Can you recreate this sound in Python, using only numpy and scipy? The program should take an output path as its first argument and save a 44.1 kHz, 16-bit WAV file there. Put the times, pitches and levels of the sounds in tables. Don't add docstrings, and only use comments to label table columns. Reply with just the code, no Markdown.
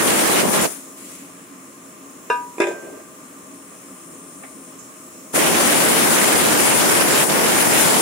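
import sys
import numpy as np
from scipy import signal
from scipy.fft import rfft, irfft, next_fast_len
from scipy.io import wavfile
from scipy.ndimage import uniform_filter1d

SR = 44100
rng = np.random.default_rng(int(sys.argv[2]) if len(sys.argv) > 2 else 0)


def dump(signal):
    limited = np.clip(np.atleast_2d(signal).T, -1, 1)
    pcm = np.round(limited * 32767).astype(np.int16)
    wavfile.write(sys.argv[1], SR, pcm)


N = 353238

# open_s, shut_s, hiss_db before aim and surge, wind_db before surge and lulls
BURSTS = [(-0.1, 0.657, -23.5, -24), (5.317, 8.2, -21.5, -23.5)]
# frequency_hz, likeness (-1 to 1)
LIKENESS = [(60, 0.81), (180, 1), (550, 0.63), (1650, -0.17), (4970, 0.5), (15000, -0.6)]
SIDES = np.array([[.5], [-.5]])


def amp(db):
    return 10 ** (np.asarray(db) / 20)


def evened(x):
    return x / np.sqrt(np.mean(x ** 2) + 1e-20)


def read(points, hz):
    f, value = np.transpose(points)
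    return np.interp(np.log(hz + 1), np.log(f + 1), value)


def lift(peaks, hz):
    return sum(db / (1 + (2 * (hz - f) / width) ** 2) for f, width, db in peaks)


def coloured(x, db_at):
    size = next_fast_len(N + 4096)
    gain = amp(db_at(np.fft.rfftfreq(size, 1 / SR)))
    return irfft(rfft(x, size) * gain, size)[..., :N]


def noise(db_at, patchy_db, same=((0, 0.), (1, 0.))):
    frames, hz = N // 128 + 5, np.fft.rfftfreq(512, 1 / SR)
    a, b, c, d, patches = rng.standard_normal((frames, 257, 5)).T
    patches = uniform_filter1d(patches, 12, 0)
    patches = evened(uniform_filter1d(patches, 24, 1))
    like = np.clip(read(same, hz), -1, 1)[:, None]
    left = a + 1j * b
    right = like * left + np.sqrt(1 - like ** 2) * (c + 1j * d)
    spectra = np.array([left, right]) * amp(patchy_db * patches)
    sound = signal.istft(spectra, nperseg=512, noverlap=384)[1][:, :N]
    return evened(coloured(sound, db_at))


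def wander(hz):
    return evened(coloured(rng.standard_normal((2, N)), lambda f: -20 * np.log10(1 + (f / hz) ** 2)))


def trigger_db(late_s, shut_db):
    open_s, surge_db, surge_s = 0.038, 3.5, 0.018
    t = np.arange(N) / SR
    tracks = []
    for start, end, *_ in BURSTS:
        rise_db = 20 * np.log10(np.clip((t - start - late_s) / open_s, 1e-5, 1) ** 2)
        surge = surge_db * np.exp(-abs(t - start - open_s) / surge_s)
        tracks.append(rise_db + surge + shut_db(np.maximum(t - end, 0)))
    return tracks


def hiss_db():
    # time_s, change_db
    aim = [(0, -1.5), (.4, -2), (.48, -2.5), (.59, -1.5), (5.53, -2), (6.0, -0.5), (6.32, -0.5),
           (6.5, -2.5), (6.68, 0.5), (7.1, -2), (7.18, 1), (7.32, -5), (7.6, -0.5), (7.7, -1), (7.8, 2),
           (7.95, -0.5), (8.01, 0.5)]
    shut_db_per_s, bleed_db, bleed_db_per_s, lean_db = 700, -3, 118, 4.5

    def fall(s):
        return np.maximum(-shut_db_per_s * s, bleed_db - bleed_db_per_s * s)

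    flow = np.max([row[2] + db for row, db in zip(BURSTS, trigger_db(0, fall))], axis=0)
    return flow + np.interp(np.arange(N) / SR, *np.transpose(aim)) + SIDES * lean_db


def nozzle():
    # frequency_hz, relative_level_db per Hz
    jet_colour = [(300, -4.5), (1500, 4), (3000, -4.5), (4200, -4.5), (6000, 0.5), (9000, 0.5), (12000, 0),
                  (16000, -3.5)]
    flutter_db = 1.0 * wander(hz=25) + 0.63 * wander(hz=10)
    return amp(hiss_db() + flutter_db) * noise(lambda f: read(jet_colour, f), patchy_db=1.4)


def wind_db():
    # middle_s, length_s, left_dip_db, right_dip_db
    lulls = [(0.0, .05, 10, 1), (0.051, 0.047, 7, 4.5), (0.13, 0.11, 3, -1), (0.274, 0.11, 8.5, 0),
             (0.461, 0.084, 9.5, 8), (0.51, 0.035, 14, 7.5), (0.584, 0.052, 3, 2.5), (0.65, 0.075, 9, 0),
             (5.345, 0.11, 9.5, 1.5), (6.364, 0.047, 7, 1), (7.052, 0.049, 6, 2.5), (7.266, .048, 16, 12),
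             (7.278, .02, 9, 0), (7.675, 0.096, 1.5, 1.5)]
    late_s, calm_db_per_s, tail_db, tail_db_per_s, lean_db = 0.0075, 800, -23, 77, -1.5
    t = np.arange(N) / SR

    def fall(s):
        return np.maximum(-calm_db_per_s * s, tail_db - tail_db_per_s * s)

    flow = np.max([row[3] + db for row, db in zip(BURSTS, trigger_db(late_s, fall))], axis=0)
    dips = sum(np.outer([left, right], np.exp(-(2 * (t - s) / length) ** 4))
               for s, length, left, right in lulls)
    return flow - dips + SIDES * lean_db


def wind():
    # frequency_hz, relative_level_db per Hz, before the soft limit
    eddy_colour = [(20, -6), (50, -72), (100, -15), (200, -1.5), (350, -1), (600, -4), (1000, -8.5),
                   (2000, -25), (16000, -90)]
    # frequency_hz, relative_level_db per Hz
    ripple_colour = [(100, -51), (400, -2), (1000, -2.5), (2000, -2), (3000, -5), (4500, -10),
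                     (8000, -11.5), (16000, -19)]
    large_db, small_db = -16.5, 4.5
    bite_db = wind_db() + 1.3 * wander(hz=40) + 0.28 * wander(hz=24)
    push_db = np.minimum(1.4 * (bite_db + 33), 3.5)
    large = np.tanh(amp(push_db) * noise(lambda f: read(eddy_colour, f), patchy_db=0.87))
    fringe = np.clip((-24 - bite_db) / 8, 0, 1)
    large = large * amp(fringe * (4.5 * wander(hz=90) - 1.5))
    lumps = amp(1.1 * wander(hz=250))
    small = amp(bite_db + small_db) * lumps * noise(lambda f: read(ripple_colour, f), patchy_db=1.24)
    return amp(large_db) * large + small


def compressor():
    # frequency_hz, relative_level_db per Hz
    drone_colour = [(18, -79), (30, -20), (108, -13), (146, -11.5), (177, -5.5), (234, -6), (266, 0.5),
                    (296, -7.5), (337, -2.5), (455, -9), (517, -8.5), (720, -16.5), (900, -16.5),
                    (1000, -19.5), (1190, -12.5), (1440, -15.5), (2500, -18.5), (5000, -31.5), (6500, -49),
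                    (11000, -120)]
    # frequency_hz, width_hz, lift_db
    housing = [(277.6, 26, 7.5), (181, 14, 4.5), (336, 19, 1), (1043, 54, 13.5), (1173, 79, 9),
               (632, 32, 8.5)]
    level_db = -42.5
    return amp(level_db) * noise(lambda f: read(drone_colour, f) + lift(housing, f),
                                 patchy_db=0.8, same=LIKENESS)


def leak():
    # time_s, level_db, left_right_db
    course = [(0.7, -41.5, -2), (0.96, -45, 1), (1.4, -48.5, 0), (2.5, -46.5, 0), (3.3, -47.5, 1),
              (4.3, -47, 0.5), (4.8, -46.5, 1), (5.33, -44, -1)]
    # frequency_hz, relative_level_db per Hz
    leak_colour = [(3000, -54), (4100, -8), (4700, -13), (5400, -1), (6600, 1.5), (8000, 1), (9500, -3),
                   (11200, -4.5), (13000, -5.5), (16000, -1.5)]
    comb_db, step_hz, first_hz = 2.4, 1220, 4120

    def combed(f):
        return read(leak_colour, f) + comb_db * np.cos(2 * np.pi * (f - first_hz) / step_hz)

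    t, level_db = np.arange(N) / SR, np.full((2, N), -200.)
    s, db, lean_db = np.transpose(course)
    inside = (t >= s[0]) & (t <= s[-1])
    level_db[:, inside] = (np.interp(t, s, db) + SIDES * np.interp(t, s, lean_db))[:, inside]
    return amp(level_db) * noise(combed, patchy_db=1.0)


def scuff():
    # frequency_hz, relative_level_db per Hz
    grit_colour = [(900, -32), (1500, -13), (2300, -1), (3500, -7.5), (5000, -7.5), (8000, -4), (12000, -8),
                   (16000, -13)]
    start_s, length_s, start_db, grows_db, t60_s = 0.96, 0.17, -45.5, 3.5, 1
    u = np.arange(N) / SR - start_s
    stroke_db = grows_db * np.minimum(u / length_s, 1) - 60 * np.maximum(u - length_s, 0) / t60_s
    drag = np.clip(u / 0.014, 0, 1) * amp(start_db + stroke_db + 1.3 * wander(hz=60))
    return drag * noise(lambda f: read(grit_colour, f), patchy_db=1.5)


def struck(modes, blows, clatter_t60):
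    # frequency_hz, relative_level_db per Hz
    clatter_colour = [(100, -65), (220, -40), (350, 5), (450, 0), (800, -2.5), (1400, -12.5), (2500, -7.5),
                      (3000, -25.5), (3700, -16.5), (4500, -30), (5300, -23), (7000, -26.5), (12000, -36),
                      (16000, -50)]
    contact_s = 0.0015
    dulling = 0.2
    crack_db, crack_t60 = 2, 0.025
    ringing, rattling = np.zeros((2, N + SR)), np.zeros((2, N + SR))
    t = np.arange(SR * 3 // 4) / SR
    hz, db, t60 = (c[:, None] for c in np.transpose(modes))
    skew = rng.standard_normal((2, len(modes), 1))
    for s, ring_db, lean_db, clatter_db in blows:
        spread_db = 1.2 * rng.standard_normal((2, len(modes), 1))
        dull_db = dulling * min(ring_db, 0) * np.log2(hz / hz[0])
        phase = 2 * np.pi * hz * (t + s - blows[0][0]) + skew * hz / 2500
        ring = (amp(db + dull_db - 60 * t / t60 + spread_db) * np.sin(phase)).sum(1)
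        contact = amp(SIDES * lean_db) * np.minimum(t / contact_s, 1)
        rattle = amp(-60 * t / clatter_t60) + amp(crack_db - 60 * t / crack_t60)
        span = slice(round(s * SR), round(s * SR) + len(t))
        ringing[:, span] += contact * amp(ring_db) * ring / amp(db).sum()
        rattling[:, span] += contact * amp(clatter_db) * rattle
    clatter = noise(lambda f: read(clatter_colour, f), patchy_db=4.0, same=LIKENESS)
    return ringing[:, :N] + rattling[:, :N] * clatter


def grinding():
    # frequency_hz, relative_level_db per Hz
    scrape_colour = [(150, -40), (260, -13), (350, 3), (500, -5.5), (620, -2), (750, -14), (1200, -19),
                     (2500, -24), (5000, -49)]
    start_s, rise_s, end_s, start_db, db_per_s, lumps_db = 2.7, 0.034, 3.04, -35, -25, 1.2
    t = np.arange(N) / SR
    shape = np.clip((t - start_s) / rise_s, 0, 1) * np.clip((end_s - t) / rise_s, 0, 1)
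    fade_db = start_db + db_per_s * np.maximum(t - start_s, 0) + lumps_db * wander(hz=25)[0]
    return shape * amp(fade_db) * noise(lambda f: read(scrape_colour, f), patchy_db=1.0, same=LIKENESS)


def echoes(x, t60):
    at = np.arange(200, SR // 2 - 20, 20) + rng.integers(0, 20, (2, (SR // 2 - 201) // 20))
    taps = np.zeros((2, SR // 2))
    np.put_along_axis(taps, at, rng.choice([-1., 1.], at.shape) * amp(-60 * at / SR / t60), 1)
    return signal.fftconvolve(x, taps / np.linalg.norm(taps[0]), axes=1)[:, :N]


def brake_drum():
    # frequency_hz, relative_level_db, t60_s
    held_modes = [(455, 3, .06), (480, -8, .2), (646, -15, .22), (972, 1, .46), (1222, -2, .33),
                  (1504, -10, .3), (1577, -3, .21), (1678, -4, .22), (2358, -15, .2), (2482, -10, .2),
                  (2754, -6, .2), (3700, -19, .11), (5200, -25, .1)]
    # frequency_hz, relative_level_db, t60_s
    resting_modes = [(348, 4, 0.15), (395, 2, 0.12), (451.5, -4, 0.16), (495, -9, .16), (592, -8, 0.24),
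                     (635, -13, .4), (978, -4, 0.16), (1225, -13, .16), (1573, -16, .9), (1650, -13, 0.2),
                     (2467, -8, .22), (3537, -15, .15), (5100, -23, .12), (6970, -28, .12)]
    # time_s, ring_db, left_right_db, clatter_db
    knocks = [(2.2999, 0.5, -1, -26.5)]
    # time_s, ring_db, left_right_db, clatter_db
    landing = [(2.581, -12, -1, -36), (2.601, 0, 0.5, -19), (2.617, -19, -2, -27), (2.638, -18, 2, -30),
               (2.669, -12, 1, -25), (2.682, -14, -2, -33), (2.711, -24, 1, -37)]
    low_hz, echo_db, echo_t60_s = 220, -9, 0.22
    iron = struck(held_modes, knocks, clatter_t60=0.29)
    iron = iron + struck(resting_modes, landing, clatter_t60=0.15) + grinding()
    iron = signal.sosfilt(signal.butter(2, low_hz, "high", fs=SR, output="sos"), iron)
    return iron + amp(echo_db) * echoes(iron, echo_t60_s)


def leak_swell():
    start_s, rise_s, end_s, level_db, lean_db, centre_hz, width_hz = 3.1, 1.0, 4.75, -52.5, 1, 8760, 2000
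    t = np.arange(N) / SR
    shape = np.clip((t - start_s) / rise_s, 0, 1) * np.clip((end_s - t) / 0.036, 0, 1)
    band = noise(lambda f: -20 * np.log10(1 + (2 * (f - centre_hz) / width_hz) ** 2), patchy_db=0.6)
    return shape * amp(level_db + SIDES * lean_db) * band


def ticks():
    # start_s, level_db, centre_hz, width_hz, t60_s, left_right_db
    puffs = [(4.432, -36.5, 1870, 1100, 0.13, -4), (4.44, -50, 2060, 200, .4, 0),
             (4.436, -34, 620, 300, 0.071, 1), (4.784, -45.5, 7000, 2000, 0.54, -4)]
    out, t = np.zeros((2, N)), np.arange(8192) / SR
    for s, db, hz, width, t60, lean_db in puffs:
        band = signal.butter(2, [hz - width / 2, hz + width / 2], "band", fs=SR, output="sos")
        puff = evened(signal.sosfilt(band, rng.standard_normal((2, 8192))))
        fade = amp(db - 60 * t / t60 + SIDES * lean_db)
        out[:, round(s * SR):][:, :8192] += fade * puff * np.minimum(t / 0.0063, 1)
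    return out


def scene():
    # frequency_hz, width_hz, lift_db
    cavities = [
        [(9560, 2260, 11.5), (4200, 960, -3)],
        [(7270, 920, 10), (11400, 1300, -18)],
    ]
    air = nozzle() + compressor() + leak() + scuff() + brake_drum() + leak_swell() + ticks()
    heard = [coloured(side, lambda f: lift(port, f)) for side, port in zip(air, cavities)]
    return np.array(heard) + wind()


def record(dry):
    ceiling, cut_hz, edge_hz = 1.1, 95, 15800
    rounded = ceiling * np.tanh(dry / ceiling)
    thinned = signal.sosfilt(signal.butter(2, cut_hz, "high", fs=SR, output="sos"), rounded)
    band_limit = signal.firwin(1023, edge_hz, window=("kaiser", 9), fs=SR)
    return signal.oaconvolve(thinned, band_limit[None], "same")


dry = scene()
out = record(dry)
dump(out)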